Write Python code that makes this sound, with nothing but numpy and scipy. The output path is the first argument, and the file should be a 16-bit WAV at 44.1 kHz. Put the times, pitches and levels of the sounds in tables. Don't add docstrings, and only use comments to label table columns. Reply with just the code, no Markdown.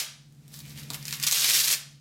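import sys
import numpy as np
from scipy import signal
from scipy.fft import rfft, irfft, next_fast_len
from scipy.io import wavfile
from scipy.ndimage import uniform_filter1d, minimum_filter1d

SR = 44100
rng = np.random.default_rng(int(sys.argv[2]) if len(sys.argv) > 2 else 0)


def transcribe(signal):
    frames = np.atleast_2d(signal).T
    limited = np.clip(frames, -1, 1)
    pcm = np.round(limited * 32767).astype(np.int16)
    wavfile.write(sys.argv[1], SR, pcm)


N = 88508
LEAD = int(.25 * SR)
TIME = np.arange(-LEAD, N) / SR

# time in seconds, level in dB.
FIRST_PULL = [(-.25, -11), (-.01, -24), (.008, -34), (.03, -44), (.06, -80)]
MAIN_PULL = [(1.22, -48), (1.227, -29.5), (1.241, -26.5), (1.255, -45), (1.264, -57), (1.265, -36),
             (1.275, -22.5), (1.294, -36), (1.314, -36), (1.326, -40), (1.345, -26), (1.44, -25.5),
             (1.475, -26), (1.501, -21), (1.524, -27), (1.547, -19.5), (1.58, -24.5), (1.613, -22),
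             (1.624, -33), (1.644, -23.5), (1.669, -30), (1.683, -21), (1.695, -29.5), (1.706, -23.5),
             (1.736, -22), (1.75, -31.5), (1.765, -83)]
# time in seconds, share of full speed.
PEEL_SPEED = [(0, 0.83), (1.22, 0.095), (1.32, 0.24), (1.42, .9), (1.75, 0.99)]
# frequency in Hz, level in dB.
TEAR_TONE = [(40, -43), (100, -36), (250, -18.5), (370, -10), (500, -12), (640, -6.5), (790, -13),
             (1200, -7), (1550, -5.5), (1900, -4.5), (3000, -2.5), (5000, 1), (7000, -1.5), (9500, -4.5),
             (13000, -2.5), (15800, -8)]
def tears(hooks_per_s=9000):
    pull = sum(level(rows) * (TIME > rows[0][0]) * (TIME < rows[-1][0])
               for rows in (FIRST_PULL, MAIN_PULL))
    speed = np.interp(TIME, *np.transpose(PEEL_SPEED))
    return pull * crackle(hooks_per_s * speed, TEAR_TONE)


# start in seconds, level in dB, pitch in Hz.
HOOK_SNAPS = [(0.3242, -47.5, 7900), (0.349, -53, 8000), (0.48, -34.5, 8850), (.5418, -30, 5460),
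              (.591, -28, 6600), (.655, -35, 2870), (.834, -31, 4200), (.9033, -15, 4260),
              (0.9351, -19, 4400), (.944, -19.5, 4200), (.947, -24, 6160), (1.0277, -27, 5500),
              (1.0542, -19.5, 6000), (1.0705, -27, 9000), (1.082, -17, 5900), (1.109, -19, 5000),
              (1.1267, -14, 5370), (1.167, -27, 9000), (1.1998, -19.5, 5230), (1.208, -34, 5500),
              (1.2294, -25, 6000), (1.2381, -7, 4400), (1.2403, -20, 10000), (1.2668, -12, 6900),
              (1.2679, -9, 6000), (1.2705, -2.5, 5400), (1.272, -20, 9000), (1.2858, -12, 5400),
              (1.3125, -7.5, 5550), (1.319, -15, 6000), (1.3239, 0, 6600), (1.3245, -3, 6200),
              (1.3268, -12, 5600), (1.3375, -21, 6500), (1.444, 2, 4030), (1.6015, -9, 4600)]
def snaps(shake_peak_s=.00041, low_cut_hz=850):
    out = np.zeros(len(TIME))
    t = np.arange(SR // 50) / SR
    for start_s, db, hz in HOOK_SNAPS:
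        tick = ring(1.0 * (t == 0), hz)
        tick /= np.abs(tick).max()
        shake = noise(len(t), TEAR_TONE) * t / shake_peak_s * np.exp(1 - t / shake_peak_s)
        start = LEAD + int(start_s * SR)
        out[start:start + len(t)] += from_db(db) * (tick + from_db(-11) * shake)
    return signal.sosfilt(signal.butter(2, low_cut_hz, "high", fs=SR, output="sos"), out)


# time in seconds, level in dB.
FINGER_LEVEL = [(.25, -88), (.47, -68.5), (.62, -60.5), (.655, -54), (.71, -49), (.745, -57), (.785, -42),
                (.82, -50.5), (.89, -56.5), (.925, -49), (.948, -36), (.97, -53), (1.045, -51),
                (1.085, -40), (1.118, -44.5), (1.135, -32), (1.18, -49.5), (1.21, -41), (1.3, -42),
                (1.8, -79), (1.92, -70), (1.97, -84)]
SLIDE_LEVEL = [(.46, -77), (.525, -56), (.54, -46.5), (.565, -48), (.585, -51.5), (.605, -46), (.62, -62),
               (.66, -80)]
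RUMBLE_LEVEL = [(.4, -94), (.5, -64), (.6, -67), (.66, -59), (.8, -60.5), (.96, -62.5), (1.1, -64),
                (1.2, -86)]
# frequency in Hz, level in dB.
FINGER_TONE = [(100, -56), (350, -11), (700, -9), (1200, -3), (2000, 0.5), (4200, -1), (7000, -3.5),
               (9500, -6.5), (13000, -3.5), (15800, -9)]
SLIDE_TONE = [(300, -10), (1200, -2.5), (2800, -6), (4000, 3), (6500, -2.5), (9000, -3), (13000, 0),
              (15800, -2)]
RUMBLE_TONE = [(25, -41), (50, -13), (80, 11), (115, -9), (200, -7), (500, -9), (2000, -36)]
def rustle(fibres_per_s=5000):
    fingers = level(FINGER_LEVEL) * crackle(fibres_per_s, FINGER_TONE)
    slide = level(SLIDE_LEVEL) * crackle(fibres_per_s, SLIDE_TONE)
    rumble = level(RUMBLE_LEVEL) * noise(len(TIME), RUMBLE_TONE)
    return fingers + slide + rumble


# start in seconds, level in dB.
BENDS = [(.015, -48.5), (0.903, -41), (0.943, -53)]
# frequency in Hz, level in dB.
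BEND_TONE = [(80, -2), (150, -10), (300, -4.5), (600, -3.5), (1150, -2), (2200, -13), (5000, -19)]
def bends(fade_s=.021):
    puffs = sum(from_db(db) * (TIME > start) * np.exp(-np.abs(TIME - start) / fade_s)
                for start, db in BENDS)
    return puffs * noise(len(TIME), BEND_TONE)


# frequency in Hz, seconds to fade by 60 dB.
ECHO_FADE = [(300, .3), (800, 0.55), (1800, 0.4339), (4000, .5), (9000, 0.375), (15000, 0.1542)]
# frequency in Hz, level in dB compared with the direct sound.
ECHO_LEVEL = [(300, -4.5), (1300, -4), (4000, -9), (9000, -10), (15000, -3)]
def room_echo(gap_s=.003, early_fade_s=.0078, early_db=-6.5):
    t = np.arange(SR // 2) / SR
    edges_hz = np.geomspace(150, 17000, 11)
    tail = 0
    for low, high in zip(edges_hz, edges_hz[1:]):
        hz = np.sqrt(low * high)
        band_pass = signal.butter(2, [low, high], "band", fs=SR, output="sos")
        band = signal.sosfilt(band_pass, rng.standard_normal(len(t)))
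        fade = np.exp(-np.log(1000) * t / at_hz(ECHO_FADE, hz)) * (t > gap_s)
        tail += from_db(at_hz(ECHO_LEVEL, hz)) * band * fade / np.linalg.norm(fade)
    early = rng.standard_normal(len(t)) * np.exp(-t / early_fade_s) * (t > gap_s)
    return tail + from_db(early_db) * early / np.linalg.norm(early)


def room(strap, places=3, move_s=.07):
    out = 0
    for place in range(places):
        away = np.abs((TIME / move_s + place) % places - places / 2)
        share = np.cos(np.pi / 2 * np.minimum(away, 1))
        out += signal.fftconvolve(strap * share, room_echo())[:len(strap)]
    return out


# pitch in Hz, level in dB before the swell.
HUM_NOTES = [(53.5, -70.5), (79, -69.5), (103, -67), (131.5, -53.5), (142.3, -45.5), (158.5, -53),
             (213.8, -57), (238, -62.5), (286, -65.5), (317.6, -68)]
# frequency in Hz, level in dB.
AIR_TONE = [(25, -8), (70, -6), (140, 0.5), (300, -11), (500, -14), (640, -16.5), (1000, -20.5),
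            (3000, -24), (8000, -24), (16000, -38)]
# time in seconds, change in dB.
SWELL = [(0, -21), (.06, -14), (.3, -9), (.5, -6), (.75, -1), (1.275, -1.5), (1.3, -11.5), (1.6, -8.5),
         (1.79, -12.5), (1.84, -11), (1.96, -10), (2.0, -14)]
def hum_and_air(waver_db=1.3, wander_radians=.2, air_db=-55.5):
    hum = 0
    for hz, db in HUM_NOTES:
        strength = np.sqrt(2) * from_db(db + waver_db * drift(1.15))
        phase = 2 * np.pi * (hz * TIME + rng.random()) + wander_radians * drift(2.4)
        hum += strength * np.sin(phase)
    air = from_db(air_db) * noise(len(TIME), AIR_TONE)
    return level(SWELL) * (hum + air)


def crackle(per_s, tone, spread_db=4, ring_gain=4.03):
    n = len(TIME)
    sizes = from_db(spread_db * np.minimum(rng.exponential(1, n), 4)) * rng.choice([-1, 1], n)
    clicks = sizes * (rng.random(n) < per_s / SR)
    pitches_hz = np.geomspace(1800, 13000, 12)
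    picked = rng.integers(0, len(pitches_hz), n)
    rings = sum(ring(clicks * (picked == k), hz) for k, hz in enumerate(pitches_hz))
    grains = with_tone(clicks + ring_gain * rings, tone)
    return grains / np.sqrt(uniform_filter1d(grains ** 2, size=600) + 1e-6)


def ring(x, hz, cycles=4.5):
    r = np.exp(-np.log(1000) * hz / (cycles * SR))
    feedback = [1, -2 * r * np.cos(2 * np.pi * hz / SR), r * r]
    return signal.lfilter(np.array([1, 0, -1]) * (1 - r * r) / 2, feedback, x + 1e-18)


def with_tone(x, tone):
    size = next_fast_len(len(x)) * 2
    hz = np.arange(size // 2 + 1) * SR / size
    cepstrum = irfft(np.log(from_db(at_hz(tone, hz))))
    cepstrum[1:size // 2] *= 2
    cepstrum[size // 2 + 1:] = 0
    response = np.exp(rfft(cepstrum))
    return rms_one(irfft(rfft(x, size) * response)[:len(x)])


def noise(samples, tone):
    return with_tone(rng.standard_normal(samples), tone)


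def drift(hz, steps_per_s=SR / 100):
    r = np.exp(-2 * np.pi * hz / steps_per_s)
    slow = signal.lfilter([1], [1, -2 * r, r * r], rng.standard_normal(3000))[1000:]
    return np.interp(TIME - TIME[0], np.arange(len(slow)) / steps_per_s, rms_one(slow))


def level(rows):
    return from_db(np.interp(TIME, *np.transpose(rows)))


def at_hz(rows, hz):
    row_hz, values = np.transpose(rows)
    return np.interp(np.log(np.maximum(hz, 1)), np.log(row_hz), values)


def from_db(db):
    return 10 ** (np.asarray(db) / 20)


def rms_one(x):
    return x / np.sqrt(np.mean(x ** 2) + 1e-20)


def scene():
    strap = tears() + rustle() + snaps() + bends()
    return (strap + room(strap) + hum_and_air())[None, LEAD:]


def record(dry):
    limit, window, cutoff_hz = .42, int(.0019 * SR), 15900
    allowed = limit / np.maximum(np.abs(dry), limit)
    gain = uniform_filter1d(minimum_filter1d(allowed, size=window), size=window)
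    return signal.sosfilt(signal.ellip(10, .2, 80, cutoff_hz, fs=SR, output="sos"), dry * gain)


dry = scene()
out = record(dry)
transcribe(out)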